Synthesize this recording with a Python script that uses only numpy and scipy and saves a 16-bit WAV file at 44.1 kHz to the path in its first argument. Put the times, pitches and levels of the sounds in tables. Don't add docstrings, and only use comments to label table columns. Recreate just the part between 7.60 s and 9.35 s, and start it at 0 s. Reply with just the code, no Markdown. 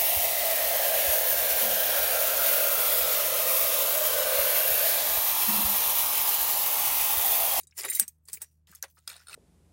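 import sys
import numpy as np
from scipy import signal
from scipy.fft import rfft, irfft
from scipy.io import wavfile
from scipy.ndimage import uniform_filter1d, minimum_filter1d

SR = 44100
rng = np.random.default_rng(int(sys.argv[2]) if len(sys.argv) > 2 else 0)


def transcribe(signal):
    frames = np.atleast_2d(signal).T
    limited = np.clip(frames, -1, 1)
    pcm = np.round(limited * 32767).astype(np.int16)
    wavfile.write(sys.argv[1], SR, pcm)


def attenuation_scalar(level_db):
    decades = np.asarray(level_db, float) / 20
    return 10 ** decades


N = 77175

# pitch in Hz, level in dB, time to fade by 60 dB in seconds.
BARREL_MODES = [(1430, -5, .03), (2600, -11, .025), (3750, -4, .025), (4280, -4, .03), (5200, -7, .025),
                (8300, -4, .025), (9150, -2, .035)]
LOOSE_GLASS_HZ = [2080, 3865, 4850, 7200, 9500, 10550, 11700, 14400]


def colour(x, points):
    hz, db = np.array(points).T
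    f = np.maximum(np.arange(len(x) // 2 + 1) * SR / len(x), 1)
    gain = attenuation_scalar(np.interp(np.log(f), np.log(hz), db))
    return irfft(rfft(x) * gain, len(x))


def unit(x):
    return x / np.sqrt(np.mean(x ** 2))


def fade(t60, seconds=0.19):
    t = np.arange(int(seconds * SR)) / SR
    return t, np.exp(-np.log(1000) * t / np.clip(t60, .002, 1))


def add(out, start_s, peak_db, sound):
    i = int(max(start_s, 0) * SR)
    sound = sound[:N - i] / np.abs(sound).max()
    out[i:i + len(sound)] += attenuation_scalar(peak_db) * sound


def walk(rate):
    k = int(SR / rate)
    steps = np.repeat(rng.standard_normal(N // k + 1), k)
    return uniform_filter1d(uniform_filter1d(steps, k), k)[:N]


def crack():
    # pitch in Hz, level in dB.
    crack_tone = [(1000, -29.5), (2500, -20), (6000, -8.5), (11000, -0.5), (16000, -6.5)]
    t, burst_env = fade(.013)
    clatter_env = attenuation_scalar(-20) * fade(.06)[1]
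    burst = rng.standard_normal(len(t)) * (burst_env + clatter_env)
    burst = signal.sosfilt(signal.butter(2, 1500, "high", fs=SR, output="sos"), burst)
    return colour(np.roll(burst, 64), crack_tone)[64:]


def struck(modes, hits, scatter_db, detune, rough, rise_s):
    choked_db = -22
    out = np.zeros(N)
    hz, db, t60 = np.array(modes).T[:, :, None]
    for start_s, peak_db, ring_db, share, choke_s in hits:
        t, env = fade(np.minimum(t60, .15) * share)
        level_luck, pitch_luck = rng.standard_normal((2, len(modes), 1))
        chatter = 1 + rough * uniform_filter1d(rng.standard_normal(env.shape), size=130, axis=1)
        tones = np.sin(2 * np.pi * hz * (1 + detune * pitch_luck) * t)
        ring = (attenuation_scalar(db + scatter_db * level_luck) * env * chatter * tones).sum(0)
        choke = np.exp(-(t / choke_s) ** 3) + attenuation_scalar(choked_db)
        ring = (attenuation_scalar(ring_db) * ring * choke)[64:]
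        rise = np.minimum(t[:-64] / rise_s, 1)
        add(out, start_s, peak_db, (crack() + ring) * rise)
    return out


def glass(modes, hits):
    return struck(modes, hits, scatter_db=2.5, detune=.0005, rough=.8, rise_s=.0003)


def long_tube():
    # pitch in Hz, level in dB, time to fade by 60 dB in seconds.
    long_modes = [(5819, -21, .3), (6331, -17, .087), (7397, -13, .06), (8236, 0, .096), (9001, -5, .07),
                  (10640, -4, .05), (11985, -1, .035), (9230, -9, .08), (14395, -1, .094),
                  (15460, -11, .078)]
    # start in seconds, peak in dB, ring over crack in dB, share of the full ring length,
    # time until choked in seconds.
    long_hits = [
        (0.397, -2.5, -15.5, 1.15, 0.059),
        (0.4793, -25, -4, 0.57, 0.021),
    ]
    return glass(long_modes, long_hits)


def thin_tube():
    # pitch in Hz, level in dB, time to fade by 60 dB in seconds.
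    thin_modes = [(3865, -22, .13), (7424, -18, .04), (9010, 0, .062), (13635, -10, .07), (14200, -11, .04),
                  (15135, -11, .046)]
    # start in seconds, peak in dB, ring over crack in dB, share of the full ring length,
    # time until choked in seconds.
    thin_hits = [
        (0.2993, -17.5, 6.5, 3.5, .02),
        (0.35, -15, -4, 1.6, .026),
        (0.3927, -20.5, -5.5, 0.66, .05),
    ]
    return glass(thin_modes, thin_hits)


def short_tube():
    # pitch in Hz, level in dB, time to fade by 60 dB in seconds.
    short_modes = [(3728, -19, .06), (5820, -16, .06), (6358, -15, .051), (7098, -13, .071),
                   (8250, 0, .075), (10075, -5, .06), (13490, -11, .06), (13650, -9, .06),
                   (15115, -10, .06)]
    # start in seconds, peak in dB, ring over crack in dB, share of the full ring length,
    # time until choked in seconds.
    short_hits = [
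        (0.685, -34, -3.5, 0.52, 0.018),
        (.731, -19, -11.5, 0.96, 0.058),
        (0.8175, -24.5, -2, 1.53, 0.026),
    ]
    return glass(short_modes, short_hits)


def bouncing_barrel():
    # start in seconds, peak in dB, ring over crack in dB.
    bounces = [(1.4754, -23, -1), (1.4995, -32, 8), (1.5153, -37.5, 23), (1.5264, -44, 14),
               (1.554, -51, 23), (1.564, -39, 9), (1.6696, -37.5, 2), (1.683, -34, 7), (1.6951, -33, 15),
               (1.729, -36, 9), (1.7414, -31, 3)]
    hits = [(*bounce, .8, .08) for bounce in bounces]
    return struck(BARREL_MODES, hits, scatter_db=0.5, detune=0.0148, rough=4.1, rise_s=0.0018)


def bits(events, crack_db, spread=0., count=0, near_db=-4, near_hz=()):
    out = np.zeros(N)
    for start_s, peak_db, hz, t60 in events:
        t, env = fade(t60)
        neighbours = hz * np.exp(spread * rng.standard_normal(count)) if count else near_hz
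        f = np.append(hz, neighbours)[:, None]
        db = near_db - 7 * np.abs(rng.standard_normal(f.shape))
        db[0] = 0
        tones = attenuation_scalar(db) * np.sin(2 * np.pi * f * t)
        band = [hz / 1.133, min(hz * 1.27, .45 * SR)]
        rub = signal.lfilter(*signal.butter(2, band, "band", fs=SR), rng.standard_normal(len(t)))
        rise = np.minimum(t * hz / 2, 1)
        add(out, start_s, peak_db, env * rise * (tones.sum(0) + attenuation_scalar(crack_db) * unit(rub)))
    return out


def ticks():
    # start in seconds, peak in dB, pitch in Hz, time to fade by 60 dB in seconds.
    tick_events = [
        (.0074, -52, 6700, 0.043),
        (.033, -44, 7000, 0.046),
        (.0707, -41.5, 7790, 0.057),
        (.179, -23.5, 7270, 0.014),
        (.2084, -31, 4920, 0.03),
        (.2344, -27, 7000, 0.038),
        (.249, -21, 10600, 0.083),
    ]
    return bits(tick_events, crack_db=0, near_hz=LOOSE_GLASS_HZ[1:])


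def taps():
    # start in seconds, peak in dB, pitch in Hz, time to fade by 60 dB in seconds.
    tap_events = [
        (.6534, -50, 7690, .035),
        (1.071, -49, 3250, .03),
        (1.1155, -40, 12400, .012),
        (1.1503, -32, 9000, .008),
        (1.154, -34, 12000, .008),
        (1.158, -38, 6500, .012),
        (1.2262, -16, 6000, .007),
        (1.2324, -32, 5800, .012),
        (1.4924, -35, 12000, .03),
    ]
    dry_pitches = [5200, 6500, 7400, 8600, 9800, 11700, 14000]
    return bits(tap_events, crack_db=2.5, near_db=-0.5, near_hz=dry_pitches)


def knocks():
    # start in seconds, peak in dB, pitch in Hz, time to fade by 60 dB in seconds.
    knock_events = [
        (.123, -52, 2253, 0.044),
        (.24, -29, 2270, 0.037),
        (.317, -31.5, 1965, 0.052),
        (.396, -29.5, 1612, 0.017),
        (.417, -39.5, 2087, 0.035),
        (.772, -40, 2310, 0.025),
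        (1.126, -49.5, 1326, 0.078),
        (1.237, -41.5, 1340, 0.028),
        (1.37, -54, 1298, 0.083),
    ]
    return bits(knock_events, crack_db=-1.5, spread=0.14, count=3)


def thuds():
    # start in seconds, peak in dB, pitch in Hz.
    floor_events = [
        (.178, -57, 370),
        (.25, -47, 330),
        (.417, -49, 220),
        (.735, -61, 160),
        (1.095, -56, 175),
    ]
    events = [(*event, .07) for event in floor_events]
    return bits(events, crack_db=-4.5, spread=0.3, count=2)


def pings():
    # start in seconds, peak in dB, pitch in Hz, time to fade by 60 dB in seconds.
    ping_events = [(.035, -69.5, 379, 0.055), (.11, -55.5, 5380, .03), (.112, -65, 3760, .04),
                   (.169, -36.5, 9600, .02), (.2, -51.5, 393, .12), (.262, -44, 393.3, .12),
                   (.335, -57.5, 400, .1), (.399, -50.5, 380, .05), (.186, -29.5, 7080, .03),
                   (.186, -35, 9660, 0.054), (.199, -28, 4910, 0.017), (.201, -28, 8000, 0.013),
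                   (.217, -25.5, 9740, 0.017), (.245, -41, 3810, 0.36), (.254, -37, 12300, .04),
                   (.282, -34, 6600, .02), (.283, -34, 2044, .06), (.29, -33, 14300, 0.035),
                   (.295, -57, 221, .05), (.308, -33, 13040, .05), (.328, -32, 9110, .03),
                   (.332, -28, 7400, .04), (.355, -30, 14570, 0.046), (.373, -36.5, 2069, 0.027),
                   (.386, -41, 2160, 0.018), (.426, -35.5, 4850, 0.022), (.481, -36.5, 6420, 0.038),
                   (.482, -67.5, 301, .04), (.489, -47, 13420, 0.066), (.677, -44.5, 9000, 0.017),
                   (.685, -55.5, 1075, 0.046), (.686, -39.5, 4760, 0.031), (.688, -64, 430, 0.064),
                   (.772, -61.5, 445, 0.064), (.808, -54, 9010, .012), (.82, -62, 433, 0.061),
                   (.83, -60.5, 5800, 0.29), (1.229, -36.5, 1626, 0.013), (1.238, -34, 5540, 0.013),
                   (1.235, -49.5, 545, .08), (1.388, -50, 8700, .02), (1.476, -32, 4980, 0.04),
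                   (1.477, -36.5, 3370, 0.02), (1.54, -43.5, 3550, 0.026), (1.555, -55, 710, 0.038),
                   (1.602, -52, 1430, .03), (1.602, -53.5, 5390, 0.021), (1.617, -52.5, 1484, .04),
                   (1.73, -37, 2600, 0.039)]
    return bits(ping_events, crack_db=-6, spread=0.046, count=1)


def resonate(x, hz, t60):
    r = np.exp(-np.log(1000) / (t60 * SR))
    return unit(signal.lfilter([1, 0, -1], [1, -2 * r * np.cos(2 * np.pi * hz / SR), r * r], x))


def stirred(push, pitches, levels, t60):
    out = 0
    for hz, db in zip(pitches, levels):
        drive = push * attenuation_scalar(9.8 * walk(30)) * rng.standard_normal(N)
        out = out + attenuation_scalar(db) * resonate(drive, hz, t60)
    return out


def rustle():
    # time in seconds, level in dB, tilt in dB per octave.
    hand_stirs = [
        [(0, -50, 4.5), (.045, -71, 3.5), (.07, -90.5, -6)],
        [(.15, -73, 3.5), (.185, -33.5, 2), (.228, -43.5, 0), (.256, -38.5, -6), (.276, -49, 0), (.286, -33, 4),
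         (.322, -40.5, 2), (.355, -32, 7.5), (.388, -43.5, 6.5), (.41, -39.5, -1.5), (.435, -43.5, 1)],
        [(.45, -66.5, -4), (.475, -67.5, -1), (.49, -53, 3.5), (.505, -72, 4), (.6, -97.5, 2)],
        [(.645, -85.5, 12), (.675, -65.5, 2.5), (.69, -49, -1), (.722, -56.5, 3), (.74, -41.5, 4.5),
         (.775, -52, 4.5), (.8, -72, 0), (.822, -43.5, -0.5), (.865, -70, 2.5)],
        [(.97, -83, 5.5), (1.065, -99.5, 2.5), (1.075, -58.5, 0), (1.12, -58, -0.5), (1.165, -57.5, 0.5),
         (1.218, -76, 1), (1.24, -42, -5), (1.27, -72, -4), (1.3, -65, 2)],
        [(1.36, -73.5, 11.5), (1.385, -65, -5.5), (1.41, -77, 5.5), (1.468, -70.5, 1), (1.48, -45, -1),
         (1.57, -59, -3), (1.66, -67.5, 0.5), (1.69, -55, -4), (1.75, -46, -1.5)],
    ]
    # pitch in Hz, level in dB per Hz.
    scrap_tone = [(250, -32.5), (380, -13.5), (600, -10.5), (1100, -10), (2100, -3), (3000, -9.5),
                  (7000, -5.5), (12000, -7.5), (16000, -8.5)]
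    loose_levels = [-8, -7.5, -13.5, 4, 0.5, -1, -10, 4.5]
    grains_per_s, grain_spread_db, grain_s, hiss_db = 800, 2, 0.002, -5.5
    scrap_t60_s = 0.0088
    glass_still_s, barrel_rolls_s = .47, 1.36

    s, db, tilt = np.vstack(hand_stirs).T
    t = np.arange(N) / SR
    db, tilt = np.interp(t, s, db), np.interp(t, s, tilt)
    strength = attenuation_scalar(grain_spread_db * np.clip(rng.standard_normal(N), -2, 2))
    touch = (rng.random(N) < grains_per_s / SR) * strength
    touch = unit(signal.lfilter([1], [1, -np.exp(-1 / (grain_s * SR))], touch)) + attenuation_scalar(hiss_db)

    hz_points, db_points = np.array(scrap_tone).T
    out = 0
    for hz in np.geomspace(260, 15800, num=44) * np.exp(.03 * rng.standard_normal(44)):
        own_db = np.interp(np.log(hz), np.log(hz_points), db_points) + 10 * np.log10(hz / 8000)
        band = resonate(touch * rng.standard_normal(N), hz, scrap_t60_s * (8000 / hz) ** .5)
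        tilt_db = tilt * np.log2(max(hz, 1300) / 8000)
        out = out + band * attenuation_scalar(own_db + tilt_db + 4.06 * walk(40))
    bed = out * attenuation_scalar(db - 9.0)

    early, late, push = t < glass_still_s, t > barrel_rolls_s, touch * attenuation_scalar(db)
    loose = stirred(push * early, LOOSE_GLASS_HZ, loose_levels, .04)
    loose = loose * attenuation_scalar(-15.5) * np.std(bed * early)
    barrel_hz, barrel_db = np.array(BARREL_MODES).T[:2]
    rolling = stirred(push * late, barrel_hz, barrel_db, 0.0049)
    rolling = rolling * attenuation_scalar(-8) * np.std(bed * late)
    return bed + loose + rolling


def room_echo(near):
    t, env = fade(0.27, .6)
    wall_tone = [(100, -7), (2000, -11.5), (6000, 2.0), (16000, -2.5)]  # (Hz, dB)
    echo = colour(rng.standard_normal(len(t)), wall_tone) * env
    echo = echo / np.sqrt(np.sum(echo ** 2))
    return attenuation_scalar(-34.5) * signal.fftconvolve(near, echo)[:N]


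def room_tone():
    # pitch in Hz, rms level in dB.
    hum_tones = [(79, -69), (157, -78.5)]
    # pitch in Hz, level in dB per Hz.
    air_tone = [(20, -20), (80, -5), (170, -8), (300, -21), (1000, -32.5), (16000, -59.5)]
    turn = 2 * np.pi * np.cumsum(1 + .012 * walk(4.1)) / SR
    hum = 0
    for k, (hz, db) in enumerate(hum_tones):
        hum = hum + attenuation_scalar(db + 1.1 * walk(9 + 6 * k)) * np.sqrt(2) * np.sin(hz * turn + k)
    return hum + attenuation_scalar(-77) * unit(colour(rng.standard_normal(N), air_tone))


def scene():
    near = long_tube() + thin_tube() + short_tube() + bouncing_barrel()
    near = near + ticks() + taps() + knocks() + thuds() + rustle() + pings()
    return (near + room_echo(near) + room_tone())[None]


def low_pass(x):
    return signal.sosfilt(signal.butter(12, 16800, fs=SR, output="sos"), x)


def record(dry):
    limit_db, release_s, top_hz = -22, .02, 16000
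    hold = int(release_s * SR)
    held = -minimum_filter1d(-np.abs(dry), hold, axis=1, origin=hold // 2 - 1)
    bass = signal.sosfilt(signal.butter(2, 120, fs=SR, output="sos"), dry)
    duck = np.minimum(attenuation_scalar(limit_db) / (held + 1e-9), 1)
    duck = uniform_filter1d(duck, size=400, axis=1)
    top_cut = signal.ellip(8, .2, 60, top_hz, fs=SR, output="sos")
    mix = signal.sosfilt(top_cut, dry - bass * (1 - duck))
    return low_pass(mix)


dry = scene()
out = record(dry)
transcribe(out)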